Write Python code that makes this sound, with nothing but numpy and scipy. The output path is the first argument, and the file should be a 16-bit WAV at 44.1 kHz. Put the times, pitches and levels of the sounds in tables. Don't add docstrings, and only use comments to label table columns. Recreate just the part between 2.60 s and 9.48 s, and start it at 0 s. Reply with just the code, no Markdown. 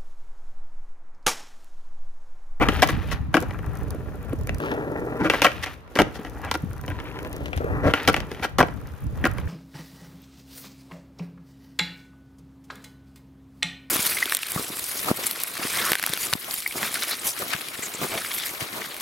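import sys
import numpy as np
from scipy import signal
from scipy.fft import rfft, irfft
from scipy.io import wavfile
from scipy.ndimage import uniform_filter1d, map_coordinates

SR = 44100
rng = np.random.default_rng(int(sys.argv[2]) if len(sys.argv) > 2 else 0)


def boost(x):
    u = np.asarray(x, float) / 20
    return 10 ** u


def unload_audio(sound):
    columns = np.transpose(np.atleast_2d(sound))
    steps = np.round(np.clip(columns, -1, 1) * 32767)
    wavfile.write(sys.argv[1], SR, steps.astype(np.int16))


N = 303408


def rms_one(x):
    return x / np.sqrt(np.mean(x ** 2) + 1e-20)


def peak_one(rows):
    return rows / np.max(np.abs(rows), axis=-1, keepdims=True)


def in_time(rows):
    s, *columns = np.transpose(rows)
    return [np.interp(np.arange(N) / SR, s, c) for c in columns]


def together(*db):
    return 10 * np.log10(sum(boost(d) ** 2 for d in db))


def low_pass(x, order, hz):
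    return signal.sosfilt(signal.butter(order, hz, fs=SR, output="sos"), x)


def colour(x, spectrum):
    hz, db = np.transpose(spectrum)
    grid = np.maximum(np.fft.rfftfreq(x.shape[-1], 1 / SR), 1)
    gain_db = np.interp(np.log(grid), np.log(hz), db, left=-90, right=-90)
    return irfft(rfft(x) * boost(gain_db), x.shape[-1])


def drift(rate):
    hop, warm_up = 40, 2000
    r = np.exp(-2 * np.pi * hop * rate / SR)
    noise = rng.standard_normal(N // hop + warm_up + 2)
    slow = signal.lfilter([1], [1, -2 * r, r * r], noise)[warm_up:]
    return np.interp(np.arange(N) / hop, np.arange(len(slow)), rms_one(slow))


def grains(shape, per_s, spread_db):
    sizes = boost(spread_db * np.minimum(rng.exponential(1, shape), 4))
    sizes = sizes * rng.choice([-1, 1], shape)
    return sizes * (rng.random(shape) < per_s / SR)


def port_noise(*shape):
    mid, side = rng.standard_normal((2, *shape))
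    alike = 0.2
    ports = [np.sqrt(1 + alike) * mid + sign * np.sqrt(1 - alike) * side for sign in (1, -1)]
    return np.stack(ports, axis=-2)


def ring(clicks, modes, scatter_db, tilt_db=0):
    luck = rng.standard_normal((len(clicks), len(modes)))
    out = 0
    for k, (hz, level_db, t60) in enumerate(modes):
        r, w = boost(-60 / (t60 * SR)), 2 * np.pi * hz / SR
        sine = signal.lfilter([0, np.sin(w)], [1, -2 * r * np.cos(w), r * r], clicks + 1e-18)
        mode_db = level_db + scatter_db * luck[:, [k]] + tilt_db * np.log2(hz / modes[0][0])
        out = out + (-1) ** k * boost(mode_db) * sine
    return out


def add(track, times, rows):
    for s, row in zip(times, rows):
        at = round(s * SR)
        track[..., at:at + row.shape[-1]] += row[..., :N - at]


# t/s, deck rumble level/dB, truck looseness re rumble/dB
WHEELS = [
    [(0.0, -31.5, 0.5), (0.3, -41, -4.5), (0.55, -47.5, 0.5), (0.9, -45, -0.5), (1.37, -39.5, -13.5),
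     (1.63, -43, -12), (2.0, -41, -14)],
    [(2.002, -30.5, -6.5), (2.6, -31.5, -12.5), (2.87, -39.5, -10), (3.14, -49, -14), (3.86, -42.5, -1.5),
     (4.02, -49.5, -7), (4.5, -41, -9), (4.82, -36, -17.5), (5.0, -50, 1)],
    [(5.003, -28.5, -9), (5.29, -34, -4), (5.6, -43, -6.5), (6.5, -52, -10), (6.61, -39.5, -9),
     (6.78, -46, -1.5), (6.88, -46, -14)],
]
# lift t/s, landing t/s
FLIGHTS = [
    (0.56, 0.73),
    (3.14, 3.3),
    (5.87, 5.985),
]
# start t/s, length/s, scrape level/dB
GRINDS = [(0.0, 0.035, -37), (0.091, 0.12, -37.5), (0.227, 0.098, -39), (0.33, 0.12, -49.5),
          (0.45, 0.089, -46), (2.0, 0.11, -44), (2.712, 0.065, -35), (2.87, 0.26, -45.5), (3.5, 0.09, -55),
          (4.28, 0.39, -53), (4.7, 0.18, -54), (4.942, 0.042, -50), (5.243, 0.047, -42),
          (5.34, 0.12, -41.5), (5.497, 0.075, -46), (5.683, 0.16, -49.5), (6.758, 0.037, -53),
          (3.8, 0.11, -60), (6.57, 0.055, -58.5), (6.648, 0.03, -49)]


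def effort():
    t = np.arange(N) / SR
    rumble_db, loose_db = in_time(np.concatenate(WHEELS))
    fade_db_per_s, attack_s, grind_fade_db_per_s = 83, 0.023, 280
    hush_db = sum(fade_db_per_s * (t - lift) * ((t > lift) & (t < land)) for lift, land in FLIGHTS)
    step = t[::40]
    levels = []
    for s, length, db in GRINDS:
        rise_db = 20 * np.log10(np.clip((step - s) / attack_s, 1e-4, 1))
        levels.append(db + rise_db - grind_fade_db_per_s * np.maximum(step - s - length, 0))
    grind_db = np.interp(t, step, together(*levels))
    trucks_db = rumble_db + loose_db
    clumps_db = 1.8 * drift(14)
    grit_db = -59.5 + 0.18 * (trucks_db + 49)
    trucks_sum = together(trucks_db, grind_db - 3) + clumps_db
    scrape_sum = together(grit_db - 3.5, grind_db) + clumps_db
    grit_sum = together(grit_db, grind_db - 10)
    return rumble_db - hush_db, trucks_sum - hush_db, scrape_sum - hush_db, grit_sum - hush_db


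# f/Hz, level/dB, T60/s
DECK = [(174, -3.5, 0.058), (262, 5.5, 0.02), (315.7, 1, 0.1), (366, 0, 0.021), (509.5, -2, 0.044)]
# f/Hz, level/dB, T60/s
AXLES = [(562.5, -3.5, 0.031), (739, 2.5, 0.031), (928, 2, 0.02), (1120, 2, 0.022)]
# f/Hz, level/dB, T60/s
EDGE = [(1384, -2, 0.031), (1598, -1, 0.023), (1969, 2.5, 0.014), (2325, -2.5, 0.021), (2637, -3, 0.014),
        (3006, -3.5, 0.014), (3380, -6, 0.0082)]
# f/Hz, level per Hz/dB
RUMBLE = [(71, -34), (120, -7), (201, -6.5), (399, -4.5), (603, -8), (756, -15), (1150, -38), (1400, -17.5),
          (1820, -64), (3080, -120)]
# f/Hz, level per Hz/dB
TRUCKS = [(500, -19), (800, 0.5), (1000, 2.5), (1250, -2), (1500, -3), (1900, -4.5), (2800, -20)]
# f/Hz, level per Hz/dB
SCRAPE = [(760, -45), (1300, -8.5), (2300, -4.5), (3040, -5), (3830, -10), (4040, -13), (6000, -21),
          (7800, -49), (13200, -120)]
# t/s, level/dB
WHINE = [(4.2, -80), (4.24, -48), (4.34, -50), (4.66, -54), (4.76, -62), (4.8, -80)]
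# f/Hz, level per Hz/dB
BEARING = [(820, -40), (930, -2), (1010, 0), (1130, -40)]


def rolling(rumble_db, trucks_db, scrape_db, lumps):
    stones = grains((1, N), per_s=900, spread_db=-0.5)
    deck = rms_one(colour(stones[0], RUMBLE)) + .4 * rms_one(ring(stones, DECK, scatter_db=0)[0])
    sharp = grains(N, per_s=1500, spread_db=3.0)
    streaks = .4 * rms_one(ring(sharp[None], AXLES + EDGE[:4], scatter_db=0)[0])
    trucks = rms_one(colour(sharp + stones[0], TRUCKS)) + streaks
    patch_db = 2.5
    under = low_pass(trucks, 2, 1150)
    over = trucks - under
    trucks = under * boost(patch_db * lumps[::-1]) + over * boost(patch_db * np.roll(lumps, N // 3))
    upper = boost(trucks_db) * rms_one(trucks)
    upper = upper + boost(scrape_db) * rms_one(colour(sharp, SCRAPE))
    upper = upper + boost(*in_time(WHINE)) * rms_one(colour(sharp, BEARING))
    return boost(1.5 * lumps) * (boost(rumble_db) * rms_one(deck) + upper)


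# f/Hz, level per Hz/dB
GRIT = [(1760, -35), (3000, -3), (3880, 4), (6440, 9), (7800, 2.5), (9460, 7), (11400, 8), (15400, 6.5),
        (16500, -20)]


def grit(grit_db, lumps):
    crunch = signal.lfilter([1], [1, -.988], np.abs(grains(N, per_s=70, spread_db=2.5)))
    hiss = colour(port_noise(N) * (1 + 1.34 * crunch), GRIT)
    return boost(grit_db - 1 + 0.59 * lumps) * rms_one(hiss)


# t/s, level/dB
GUSTS = [
    [(0.0, -27.5), (0.31, -33), (0.342, -25.5), (0.554, -38.5), (0.592, -33), (1.674, -38.5), (1.706, -37),
     (1.95, -30), (1.99, -33.5)],
    [(2.0, -46), (3.1, -43), (3.26, -53), (3.44, -37.5), (3.55, -49), (4.3, -39), (4.46, -43), (4.92, -43),
     (4.99, -34)],
    [(5.0, -37.5), (5.302, -31.5), (5.402, -55), (5.502, -33), (5.848, -47.5), (6.004, -37), (6.398, -46),
     (6.424, -33), (6.88, -35)],
]
# f/Hz, level per Hz/dB
WIND = [(12, -49), (20, -49), (43, -0.5), (76, 3.5), (92, -0.5), (140, -4), (331, -18.5), (400, -46),
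        (520, -41), (880, -120)]
# t/s, level/dB
DEEP_WIND = [(0, 2), (1.4, 1), (1.99, 5), (2.0, 4), (2.4, 0), (2.6, -6), (4.99, -3), (5.0, -2), (6.88, -5)]


def wind():
    wind_db, = in_time(np.concatenate(GUSTS))
    gusts = colour(rng.standard_normal((3, N)), WIND)
    ports = [(gusts[k] + .45 * gusts[2]) * boost(3.5 * drift(9)) for k in range(2)]
    deep = low_pass(ports, 2, 60)
    return boost(wind_db + 5.5) * rms_one(ports + (boost(*in_time(DEEP_WIND)) - 1) * deep)


def air():
    spectrum = [(100, -14), (1000, 3.5), (4000, -17), (16000, -52)]      # f/Hz, level per Hz/dB
    return boost(-52.5) * rms_one(colour(rng.standard_normal((2, N)), spectrum))


def blows(table, first, rise_s, abrupt, per_s, soft_hz):
    s, edge_db, plank_db, axle_db, treble_db, length = np.transpose(table)[:, :, None]
    t = np.arange(4608) / SR
    length = np.clip(length, .001, .04)
    pressure = np.exp(-(t / length) ** abrupt) * np.minimum(t / rise_s, 1)
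    chatter = grains((len(s), len(t)), per_s, spread_db=4.0) * pressure + first * (t == t[30])
    force = low_pass(chatter, 1, soft_hz)
    soles = np.exp(-np.maximum(t - 1.06 * length, 0) / 0.011)
    tilt_db = -.3 * (plank_db + 12) - .3 * (axle_db + 7)
    edge = peak_one(ring(force, EDGE, scatter_db=2.5, tilt_db=tilt_db)) * soles
    axles = peak_one(ring(force, AXLES, scatter_db=3.0)) * soles
    plank = peak_one(ring(force, DECK, scatter_db=2.0)) * soles
    shake = uniform_filter1d(np.abs(chatter), size=40)
    crack = 0.38 * first * np.exp(-t / 0.00099)
    burst = 0.54 * pressure + 2.8 * shake + crack
    spit = peak_one(port_noise(len(s), len(t)) * burst[:, None])
    body, treble = np.zeros(N), np.zeros((2, N))
    mix = edge + boost(axle_db + 2.5) * axles + boost(plank_db + 5.0) * plank
    add(body, s[:, 0] - .001, boost(edge_db) * mix)
    add(treble, s[:, 0] - .0003, boost(edge_db + treble_db + 18)[:, None] * spit)
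    return body, treble


def contacts(s, edge_db, plank_db, treble_db, length, axle_db):
    axle_db = axle_db + 0.32 * (plank_db + 10)
    return np.transpose(np.broadcast_arrays(s, edge_db, plank_db, axle_db, treble_db, length))


# t/s, edge peak level/dB, plank re edge/dB, treble re edge/dB, length/s
SCUFFS = [(0.0034, -14.5, -2, -30, 0.022), (0.041, -29, -11, -22, 0.01), (0.508, -19, -17, -15.5, 0.024),
          (0.812, -28.5, 0.5, -17, 0.03), (2.59, -22.5, 1.5, -26, 0.049), (2.6264, -19, -3.5, -23, 0.034),
          (2.6406, -16, -9, -24, 0.041), (3.538, -31, -6.5, -11.5, 0.034), (3.8284, -29.5, -8, -22, 0.038),
          (3.8662, -28, -18, -28, 0.041), (5.226, -19.5, 1, -28, 0.04), (5.257, -14.5, -2.5, -24, 0.03),
          (5.2847, -18.5, -11, -28, 0.025), (5.822, -13.5, -16.5, -17.5, 0.033),
          (5.841, -29.5, -2, -11, 0.016), (2.832, -11, -20, -17, 0.015), (3.024, -17, -30, -15, 0.019),
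          (5.302, -26, -14, -20, 0.014)]


def scuffs():
    rows = contacts(*np.transpose(SCUFFS), axle_db=-5.0)
    return blows(rows, first=0, rise_s=0.021, abrupt=2.7, per_s=2500, soft_hz=3500)


# t/s, edge peak level/dB, plank re edge/dB, treble re edge/dB, axles re edge/dB
SLAMS = [(0.0126, -21, 0, -22, -3), (0.0236, -11.5, -16, -23, -3), (0.2216, -6, -11, -12.5, -5),
         (0.2325, -7.5, -19, -15, -5), (0.2882, -16, -9.5, -14.5, -4.5), (0.7417, -8.5, -8.5, -18.5, -3.5),
         (0.7512, -19, -3.5, -14, -3), (2.7363, -12, -13, -21, -2), (2.8461, -3, -23, -15.5, -6),
         (3.372, -17.5, -14, -18.5, -8), (3.0601, -21.5, -18, -17.5, -9), (3.3548, -15, -12.5, -16.5, -6),
         (3.3884, -5.5, -7, -18.5, -5), (3.4009, -10.5, -8, -17, -2), (3.9412, -16, -12, -15.5, -5),
         (5.476, -6, -12, -12, -8), (5.4859, -9, -7, -15, -4.5), (5.9845, -10, -7, -12.5, -3),
         (6.0037, -5.5, -8.5, -19.5, -3.5), (6.641, -15, -10, -22, -10), (6.6529, -14, -9, -18, -6)]


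def slams():
    s, edge_db, plank_db, treble_db, axle_db = np.transpose(SLAMS)
    length = 0.016 - 0.0004 * (edge_db + 8)
    rows = np.transpose([s, edge_db, plank_db, axle_db, treble_db, length])
    return blows(rows, first=4.0, rise_s=.0006, abrupt=3.5, per_s=1100, soft_hz=2500)


# t/s, edge peak level/dB, plank re edge/dB, treble re edge/dB, length/s
KNOCKS = [(0.0864, -5, -13, -19.5, 0.008), (0.7684, -9.5, -7.5, -18.5, 0.0095),
          (1.8929, -16, -13, -20, 0.003), (2.699, -3, -20, -20, 0.0097), (2.819, -4, -15, -12.5, 0.011),
          (2.8655, -5.5, -20, -20.5, 0.011), (2.9178, -22, -28, -17, 0.007), (3.4187, -11, -8, -13, 0.0031),
          (3.6489, -26.5, -11, -19, 0.022), (3.9132, -12.5, -17, -9.5, 0.0058),
          (4.28, -22.5, -8, -19, 0.007), (4.3024, -25.5, -8, -22, 0.016), (4.858, -22.5, -19, -17, 0.009),
          (4.9307, -18, -15, -26, 0.0067), (4.9756, -25, -11, -11.5, 0.007),
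          (5.3369, -3, -19.5, -22.5, 0.01), (5.4994, -18.5, -3.5, -9, 0.005),
          (5.5424, -6.5, -22.5, -21, 0.005), (5.5643, -13.5, -18, -14.5, 0.0086),
          (5.6032, -21, -13.5, -14, 0.006), (5.7157, -26, -4.5, -11.5, 0.0047),
          (6.0278, -10.5, -7, -22, 0.0076), (3.4135, -22, 6, -22, 0.0035), (3.8484, -25, -11, -16, 0.0037),
          (2.796, -22, -18, -17, 0.0054)]
# t/s, edge peak level/dB, plank re edge/dB
TAPS = [(0.9083, -27.5, -11), (0.9898, -31, -3), (1.3455, -39, 8.5), (1.7298, -32, 9), (1.872, -28.5, -13),
        (2.0023, -30, -11), (2.1156, -21.5, -5), (3.277, -42, -8), (3.4674, -42, 15.5), (3.5922, -36, 5),
        (4.0353, -60, 18.5), (4.111, -38, -10), (4.2381, -33, -6), (4.4008, -26.5, -26), (4.5893, -25, -24),
        (4.648, -26, -9), (4.8817, -29, -5), (5.3094, -39, -7), (5.5782, -26, -3), (5.7473, -27.5, -28),
        (5.7965, -29.5, -1.5), (6.0845, -28.5, -6), (6.784, -23.5, -8.5)]


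def knocks():
    hard = contacts(*np.transpose(KNOCKS), axle_db=-9)
    light = contacts(*np.transpose(TAPS), treble_db=-18.5, length=0.005, axle_db=-8)
    rows = np.r_[hard, light]
    return blows(rows, first=5.1, rise_s=0.0011, abrupt=0.71, per_s=1800, soft_hz=9000)


# f/Hz, level per Hz/dB
BRIGHT = [(1760, -22), (3000, 2.5), (5120, -2), (5620, -0.5), (8090, -12), (8930, -9), (14800, -12),
          (15800, -24), (16500, -50)]


def impacts():
    bodies, trebles = zip(scuffs(), slams(), knocks())
    return sum(bodies), colour(sum(trebles), BRIGHT)


def pings(table, cycles):
    s, peak_db, hz = np.transpose(table)[:, :, None]
    turns = hz * np.arange(4096) / SR
    modes = [(1, 1), (.81, -.55), (1.23, .35)]
    rows = sum(share * np.sin(2 * np.pi * ratio * turns) for ratio, share in modes)
    rows = rows * np.minimum(turns, 1) * boost(-60 * turns / cycles)
    track = np.zeros(N)
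    add(track, s[:, 0], boost(peak_db) * peak_one(rows))
    return track


# t/s, peak level/dB, f/Hz
STRIKES = [(3.9145, -16, 1080), (6.029, -13, 900), (5.986, -15, 2800), (3.358, -22, 3000),
           (0.0872, -9, 3200), (0.121, -25, 3300), (0.2265, -9, 750), (0.2305, -12, 2300),
           (0.7432, -10, 1650), (0.7698, -13, 1600), (1.8935, -22, 2700), (2.7, -12, 3000),
           (2.8485, -10, 2800), (2.8675, -10, 2300), (3.035, -22, 2100), (3.054, -26, 2400),
           (3.069, -24, 2400), (3.3895, -10, 1370), (3.4035, -9, 520), (3.914, -18, 6500),
           (5.338, -9, 2700), (5.479, -12, 2000), (6.005, -11, 1700), (6.009, -9, 1150), (6.6415, -8, 1900),
           (6.654, -10, 1900), (6.658, -14, 1300)]


def strikes():
    return pings(STRIKES, cycles=22.0)


# t/s, peak level/dB, f/Hz
THUMPS = [(0.15, -21, 70), (0.893, -25, 89), (1.732, -27, 250), (4.036, -20, 190), (6.643, -16, 280),
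          (3.357, -22, 280), (2.701, -16, 560), (4.95, -30, 500), (3.848, -29, 94), (4.291, -24, 94),
          (4.384, -31, 73), (5.81, -32, 75), (6.236, -33, 62), (6.305, -32, 81), (0.822, -24, 330),
          (1.35, -28, 330)]


def thumps():
    return pings(THUMPS, cycles=7.0)


def snapping(table, spectrum, gain_db):
    s, peak_db = np.transpose(table)
    snap = port_noise(len(s), 768) * np.exp(-np.arange(768) / SR / 0.0013)
    track = np.zeros((2, N))
    add(track, s, boost(peak_db + gain_db)[:, None, None] * peak_one(snap))
    return colour(track, spectrum)


# t/s, peak level/dB
TICKS = [(0.274, -32), (0.3034, -39), (0.8038, -37), (0.825, -39.5), (1.063, -49), (1.1543, -49),
         (1.172, -45), (1.2333, -51), (1.306, -36), (1.872, -39.5), (1.789, -52), (1.8116, -48),
         (1.8344, -51), (1.946, -41.5), (1.9834, -46), (3.698, -48), (3.817, -48.5), (4.132, -46.5),
         (4.1804, -51.5), (4.213, -47), (4.263, -45), (4.6297, -44), (4.7294, -40.5), (4.7643, -42),
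         (5.5309, -37), (6.214, -53), (6.2722, -49), (6.4677, -53), (6.576, -52), (6.714, -44),
         (1.2837, -55), (4.1647, -55), (4.6052, -54), (4.7135, -54), (5.9995, -33), (6.5577, -56),
         (0.8142, -42), (3.633, -53)]


def ticks():
    return snapping(TICKS, GRIT, gain_db=10.5)


# t/s, peak level/dB
BUMPS = [(0.333, -18), (0.606, -17), (1.069, -21), (1.702, -21), (1.835, -22), (1.903, -23), (2.612, -25),
         (3.383, -23), (4.029, -23.5), (4.097, -23), (4.962, -20.5), (5.163, -20), (5.258, -13),
         (5.474, -19.5), (6.004, -21), (6.43, -26), (0.388, -20), (0.682, -25), (3.465, -29), (4.232, -25),
         (4.152, -28), (6.53, -24), (6.725, -25)]


def bumps():
    s, peak_db = np.transpose(BUMPS)
    push = np.hanning(160) * np.ones((len(s), 1))
    ground = [(88.0, 0.21, 0.085), (135, -2.2, 0.054)]      # f/Hz, level/dB, T60/s
    rows = ring(np.pad(push, ((0, 0), (0, 4000))), ground, scatter_db=5.0)
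    track = np.zeros(N)
    add(track, s, boost(peak_db - 1.0)[:, None] * peak_one(rows))
    return track


# t/s, peak level/dB, f/Hz
NICKS = [(0.864, -34, 1470), (1.031, -33, 1520), (1.067, -35, 1180), (1.133, -35, 1340), (1.156, -39, 1420),
         (1.194, -37, 988), (1.21, -38, 2000), (1.305, -35, 1180), (1.335, -37, 1420), (1.533, -40, 1440),
         (1.712, -38, 1060), (1.811, -38, 1070), (1.887, -32, 2000), (1.948, -34, 1900), (2.038, -28, 1300),
         (2.085, -28, 1750), (2.203, -32, 832), (2.533, -31, 821), (3.67, -33, 2000), (3.796, -36, 845),
         (4.024, -42, 1200), (4.1125, -37, 1660), (4.1369, -37, 1450), (4.1943, -33, 1470),
         (4.2492, -32, 1900), (4.3175, -26, 1900), (4.3554, -34, 1900), (4.403, -29, 2250),
         (4.4552, -31, 2400), (4.4861, -32, 2500), (4.514, -35, 2700), (4.5699, -32, 2140),
         (4.5884, -30, 2200), (4.6, -33, 2200), (4.6273, -35, 1400), (4.7296, -36, 2000),
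         (4.8583, -31, 1550), (5.005, -33, 738), (5.036, -33, 1200), (5.128, -36, 900), (5.167, -35, 1300),
         (5.452, -30, 3700), (6.125, -34, 1600), (6.175, -39, 1230), (6.257, -39, 1940), (6.338, -39, 1490),
         (6.42, -42, 1400), (6.581, -37, 1300), (6.712, -35, 1700), (6.775, -30, 1500), (6.799, -34, 1600),
         (6.8745, -30, 1800), (3.87, -28, 800), (6.215, -38, 1300)]


def nicks():
    return pings(NICKS, cycles=24.0)


# t/s, peak level/dB
SNAPS = [(0.8849, -42), (0.9882, -42), (1.0276, -42), (1.1338, -40), (1.1874, -40), (1.2101, -43),
         (1.3314, -46), (1.3483, -50), (1.3483, -40), (1.4471, -46), (1.5559, -44), (1.6287, -38),
         (1.6482, -40), (1.6965, -39), (1.733, -34), (2.0014, -36), (3.5982, -43), (3.6152, -43),
         (3.7818, -42), (3.8487, -36), (3.9734, -36), (4.0028, -46), (4.0223, -39), (4.0477, -43),
         (4.1066, -36), (4.2892, -37), (4.3001, -31), (4.4413, -41), (4.5022, -42), (4.6623, -42),
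         (4.6743, -38), (4.6957, -42), (4.9657, -29.5), (6.0741, -39), (6.1629, -44), (6.351, -45),
         (6.4053, -43), (6.4223, -45), (6.4413, -43), (6.5096, -45), (6.6144, -43), (6.6533, -19.5),
         (6.6732, -26), (6.7366, -39), (6.7815, -36), (6.7994, -39)]
# f/Hz, level per Hz/dB
FINE = [(3000, -40), (5500, -14), (7000, -3), (8200, -8), (9500, 1), (15400, 1), (16500, -25)]


def snaps():
    return snapping(SNAPS, FINE, gain_db=6.5)


# t/s, lead of left port/samples, left re right level/dB
PLACE = [(0, 3.5, 3), (.7, -1.5, 5.5), (1.99, 5, 2.5), (2.0, 10, 4), (2.55, 7.5, 2), (2.75, 1.5, 2.5),
         (4.0, 0, 2), (4.7, 6, 3.5), (5.0, 13.5, 5.5), (5.35, 2, 2), (6.88, -0.5, 2)]


def at_ports(board):
    lead, left_db = in_time(PLACE)
    late = map_coordinates(board, [np.arange(N) - lead], order=3, mode="nearest")
    pair = np.array([board, late])
    low = low_pass(pair, 1, 350)
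    return low + (pair - low) * boost([left_db / 2, -left_db / 2])


def surroundings(x):
    t60_s, tail_db, cut_hz = 0.31, -18, 4200
    t = np.arange(SR // 2) / SR
    echoes = rng.standard_normal((2, len(t))) * boost(-60 * t / t60_s) * np.minimum(t / 0.0031, 1)
    dull = low_pass(echoes, 1, cut_hz)
    dull = dull / np.sqrt(np.sum(dull[0] ** 2))
    return boost(tail_db) * signal.fftconvolve(x[None], dull, axes=1)[:, :N]


def scene():
    rumble_db, trucks_db, scrape_db, grit_db = effort()
    lumps = drift(45)
    body, spit = impacts()
    board = rolling(rumble_db, trucks_db, scrape_db, lumps) + body
    board = board + strikes() + thumps() + bumps() + nicks()
    treble = grit(grit_db, lumps) + spit + ticks() + snaps()
    return at_ports(board) + treble + surroundings(board + treble[0]) + wind() + air()


def band_limit(x):
    return signal.sosfilt(signal.butter(12, 16670, fs=SR, output="sos"), x)


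def record(dry):
    rounded = 1.6 * np.tanh(dry / 1.6)
    top_cut = signal.cheby2(4, 20, 17500, fs=SR, output="sos")
    return band_limit(signal.sosfilt(top_cut, rounded))


dry = scene()
out = record(dry)
unload_audio(out)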